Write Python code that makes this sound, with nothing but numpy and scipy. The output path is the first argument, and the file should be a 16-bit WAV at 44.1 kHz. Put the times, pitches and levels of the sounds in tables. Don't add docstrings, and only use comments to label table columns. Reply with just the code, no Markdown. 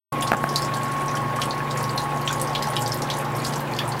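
import sys
import numpy as np
from scipy import signal
from scipy.fft import rfft, irfft, next_fast_len
from scipy.io import wavfile
from scipy.ndimage import uniform_filter1d, map_coordinates

SR = 44100
rng = np.random.default_rng(int(sys.argv[2]) if len(sys.argv) > 2 else 0)


def output_pcm(signal):
    pcm = np.clip(np.atleast_2d(signal).T, -1, 1) * 32767
    wavfile.write(sys.argv[1], SR, np.round(pcm).astype(np.int16))


N = 176400
T = np.arange(N) / SR
AGE = np.arange(SR // 4) / SR


def amp(db):
    return 10 ** (np.asarray(db) / 20)


def unit(x):
    return x / np.sqrt(np.mean(x ** 2) + 1e-20)


def fade(t60):
    return np.exp(-np.log(1000) * AGE / t60)


def wobble(rate):
    return map_coordinates(rng.standard_normal(400), [T * rate], mode="wrap")


def coloured(x, points):
    f, db = np.transpose(points)
    hz = np.fft.rfftfreq(len(x), 1 / SR)
    return irfft(rfft(x) * amp(np.interp(np.log(hz + 1), np.log(f), db)), len(x))


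def above(x, hz):
    return signal.sosfilt(signal.butter(2, min(hz, SR / 3), "high", fs=SR, output="sos"), x)


def add(track, s, sound):
    part = track[max(0, round(s * SR)):][:len(sound)]
    part += sound[:len(part)]


def tone(hz, drift_rad):
    return np.sqrt(2) * np.sin(2 * np.pi * (hz * T + rng.random()) + drift_rad * wobble(4.06))


def rush(spectrum, patchy_db):
    bins = signal.stft(rng.standard_normal(N), nperseg=512)[2]
    patches = uniform_filter1d(uniform_filter1d(rng.standard_normal(bins.shape), 5, 0), 8, 1)
    noise = signal.istft(bins * amp(patchy_db * unit(patches)), nperseg=512)[1][:N]
    return unit(coloured(noise, spectrum))


def pump():
    # f/Hz, level/dB, waver/dB
    hum_lines = [(59.7, -55, 1.5), (143.7, -34, 1.2), (214.7, -47, -1.5), (239, -43.5, 2),
                 (354.7, -44, -1.5), (829, -48.5, -6)]
    # f/Hz, relative level/dB
    rush_spectrum = [(20, -25), (40, -11), (62, -6.5), (85, -8.5), (115, 1), (200, -0.5), (300, 2),
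                     (400, -2.5), (520, 2.5), (650, -1), (790, 2), (875, 5.5), (960, -1.5), (1050, -1),
                     (1400, -5.5), (1900, -7), (2600, -15), (4000, -21.5), (8000, -32)]
    mains_hz, beat_hz, beat_dip_s = 120, 1.9, 1.03
    swell_db_per_s = 1
    hum = sum(amp(db + waver * wobble(5.96)) * tone(hz, drift_rad=0.37) for hz, db, waver in hum_lines)
    turn = 2 * np.pi * (T - beat_dip_s)
    buzz = amp(-42) * np.sin(mains_hz * turn) - amp(-46.5) * np.sin((mains_hz - beat_hz) * turn)
    buzz = np.sqrt(2) * buzz * amp(swell_db_per_s * T + 2.2 * wobble(8))
    return hum + buzz + amp(-29.5) * rush(rush_spectrum, patchy_db=1.5)


def whine():
    # t/s, level/dB
    fader = [(.13, -29.5), (.6, -29.5), (1.0, -28.5), (1.5, -32), (2.3, -32), (2.7, -33), (3.0, -38),
             (3.4, -37), (4, -52)]
    sideband_db = [-47.5, -42.5, -53]
    whine_hz, flutter_hz = 1097, 45.8
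    centre = amp(np.interp(T, *np.transpose(fader))) * tone(whine_hz, drift_rad=0.37)
    sidebands = sum(amp(db) * tone(whine_hz + step * flutter_hz, drift_rad=0.083)
                    for step, db in zip([-2, -1, 1], sideband_db))
    return centre + sidebands


def echoed(x, echo_db):
    pit_t60, room_t60 = 0.043, 0.14
    pit_noise, room_noise = rng.standard_normal((2, len(AGE)))
    pit = signal.fftconvolve(x, pit_noise ** 3 * fade(pit_t60))[:len(AGE)]
    room = signal.fftconvolve(x, room_noise * fade(room_t60) * (1 - fade(0.031)))[:len(AGE)]
    heard = unit(x) + amp(echo_db) * (amp(2) * unit(pit) + amp(-0.5) * unit(room))
    return heard / np.sqrt(np.mean(heard[:SR // 100] ** 2))


def drop(hz, cycles, splash_db, echo_db):
    # f/bubble pitch, relative level/dB
    splash_spectrum = [(.3, -22), (.6, -2), (.9, 5), (1.4, -2), (2, -15.5), (3, -19), (5, -30)]
    pitch_rise, splash_t60, crack_t60 = 0.047, 0.016, 0.00054
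    ring = fade(cycles / hz)
    phase = 2 * np.pi * np.cumsum(hz * (1 + pitch_rise * (.5 - ring))) / SR
    ratio = 1.412 * np.exp(.08 * rng.standard_normal())
    bubbles = (np.sin(phase) + amp(-11.5) * np.sin(ratio * phase)) * ring * (1 - fade(2 / hz))
    crackle = rng.standard_normal(len(AGE)) * rng.exponential(size=len(AGE))
    splash = coloured(crackle, [(k * hz, db) for k, db in splash_spectrum])
    splash *= fade(splash_t60) + amp(12) * fade(crack_t60)
    direct = unit(above(bubbles, 0.53 * hz)) + amp(splash_db) * unit(above(splash, 0.6 * hz))
    return echoed(direct, echo_db)


def shower(per_s, hz, octaves, cycles, scatter_db, splash_db, echo_db):
    out = np.zeros(N)
    palette = [drop(hz * 2 ** (octaves * u), cycles, splash_db, echo_db) for u in np.linspace(-1, 1, 30)]
    for when, pick, softness in rng.random((int(per_s * N / SR), 3)):
        add(out, when * N / SR, amp(-scatter_db * np.sqrt(softness)) * palette[int(pick * len(palette))])
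    return out


def trickle():
    # t/s, gain/dB
    flow_curve = [(.13, 3), (.65, 5), (.85, 3), (1.02, 0), (1.3, 0.5), (1.45, 3.5), (1.65, -2), (1.85, 4),
                  (2.15, 1), (2.33, 5), (2.6, 2), (2.7, 5.5), (2.95, 2), (3.18, 6), (3.26, -3), (3.48, 9),
                  (3.7, -2.5), (3.85, -1.5)]
    # f/Hz, relative level/dB
    hiss_spectrum = [(1500, -26), (3000, 22.5), (5000, -4), (7000, 6.5), (10000, 9.5), (13000, 2),
                     (16000, -37)]
    flow = amp(np.interp(T, *np.transpose(flow_curve)))
    hiss = amp(-52.5 + 0.51 * wobble(16)) * rush(hiss_spectrum, patchy_db=1.5)
    spatter = shower(per_s=70, hz=5600, octaves=0.62, cycles=11, scatter_db=20.5, splash_db=-8, echo_db=4)
    spray = shower(per_s=49, hz=9430, octaves=0.41, cycles=11,
                   scatter_db=19.5, splash_db=-9, echo_db=-1.5)
    gurgle = shower(per_s=40, hz=1116, octaves=1.175, cycles=27,
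                    scatter_db=3, splash_db=-32, echo_db=11)
    return flow * (hiss + amp(-38) * spatter + amp(-38.5) * spray) + amp(-37) * gurgle


def drips():
    # t/s, relative level/dB, bubble f/Hz, splash against bubble/dB
    drops = [(.209, -23, 7340, -6), (.223, -16.5, 3300, -18), (0.224, -17.5, 9700, -2),
             (.2756, -20.5, 4350, 5), (0.368, -25.5, 7460, 3), (.4908, -22, 5300, 7),
             (.559, -8.5, 4400, -5), (.621, -19.5, 5200, -6), (.7444, -28, 9700, -4),
             (0.768, -26, 7450, -6), (0.918, -28, 10000, -4), (1.019, -31, 10200, 1),
             (1.0818, -24, 5750, -17), (1.153, -24, 5500, -3.5), (1.1706, -22, 3040, -17),
             (1.361, -27, 7800, 0), (1.4177, -12.5, 3220, 1), (1.4347, -24, 8300, -5.5),
             (1.5079, -19, 4220, -15.5), (1.71, -22, 4800, 2), (1.7735, -21.5, 7000, -5),
             (1.7886, -28, 8640, -7), (1.841, -23, 5650, -2), (1.894, -23.5, 4600, -8),
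             (1.9772, -14, 4040, -8), (2.2762, -11, 3360, -7), (2.3114, -24, 7150, -7),
             (2.3277, -18, 6640, 0), (2.398, -24, 8000, 7), (2.415, -14, 10000, 1), (2.5508, -12, 2920, -1),
             (2.6244, -17, 4960, 3), (2.671, -25.5, 5800, 3), (2.7026, -23.5, 9600, -5),
             (2.7655, -11.5, 3230, -2.5), (2.792, -26.5, 11000, 2), (2.82, -18, 6900, 1),
             (2.861, -19, 5250, 1), (2.8767, -21, 8400, 2), (2.9199, -16, 5260, -7), (2.943, -21, 11700, 0),
             (3.0203, -19.5, 5400, 1), (3.1012, -14.5, 3850, -3), (3.1383, -24.5, 5900, 2),
             (3.188, -24, 11000, 2), (3.4487, -16.5, 5040, 0), (3.469, -29, 6430, -4),
             (3.604, -26.5, 13000, 2), (3.736, -27.5, 4510, 3), (3.7645, -25.5, 4540, 8),
             (3.7889, -11.5, 3430, 0), (3.878, -25.5, 9100, 1), (3.89, -24, 8350, 12),
             (3.9207, -24.5, 4460, -12), (3.9954, -20.5, 5700, -8)]
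    # t/s, relative level/dB, f/Hz
    plops = [(.72, -30.5, 1800), (1.143, -24, 1420), (1.387, -22, 1180), (1.604, -24.5, 1690),
             (1.809, -26, 929), (2.305, -25, 1540), (2.673, -21.5, 870), (2.711, -33, 1510),
             (3.803, -26.5, 1740)]
    out = np.zeros(N)
    for s, db, hz, splash_db in drops:
        add(out, s, amp(db - 11.5) * drop(hz, cycles=20.7, splash_db=splash_db, echo_db=2))
    for s, db, hz in plops:
        add(out, s, amp(db - 4) * drop(hz, cycles=51, splash_db=-16, echo_db=-6))
    return out


def handling_clicks():
    # t/s, relative level/dB
    clicks = [(0.3181, 1), (0.3313, -4.5), (0.3348, -3), (0.3371, -7), (0.342, -12), (.347, -9),
              (0.44, -5.5)]
    # f/Hz, relative level/dB, t60/s
    body_modes = [(200, -15.5, 0.046), (726, -3, 0.018), (1220, -5.5, 0.01), (1567, -2, 0.0093),
                  (2600, -24, 0.0072)]
    out = np.zeros(N)
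    ring = sum((-1) ** k * amp(db) * np.cos(2 * np.pi * hz * AGE) * fade(t60)
               for k, (hz, db, t60) in enumerate(body_modes))
    attack = 1 - fade(0.00064)
    for s, db in clicks:
        tick = amp(-23) * rng.standard_normal(len(AGE)) * fade(0.0088)
        add(out, s, amp(db) * (ring * attack + tick))
    return out


def limiter(x, ceiling_db, release_s):
    excess = np.log(np.maximum(abs(x) / amp(ceiling_db), 1))
    recovery = np.exp(-T / release_s)
    reduction = np.maximum.accumulate(excess / recovery, axis=-1) * recovery
    return x * np.exp(-reduction)


def scene():
    # f/Hz, gain/dB
    pit_colour = [(1500, 0), (2500, -1.5), (3300, 0), (4600, 2), (5500, 1), (6500, -1), (9000, 0),
                  (13000, -.5), (16000, -6)]
    water = np.pad(drips() + trickle(), (0, SR // 10))
    water = coloured(water, pit_colour)[:N]
    return (pump() + whine() + handling_clicks() + water)[None]


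def record(dry):
    start_s, fade_in_s, top_hz = 0.1207, 0.005, 15800
    opened = limiter(dry, ceiling_db=-3, release_s=0.075) * np.clip((T - start_s) / fade_in_s, 0, 1)
    size = next_fast_len(N + SR // 4)
    passband = np.fft.rfftfreq(size, 1 / SR) < top_hz
    return irfft(rfft(opened, size) * passband, size)[:, :N]


dry = scene()
out = record(dry)
output_pcm(out)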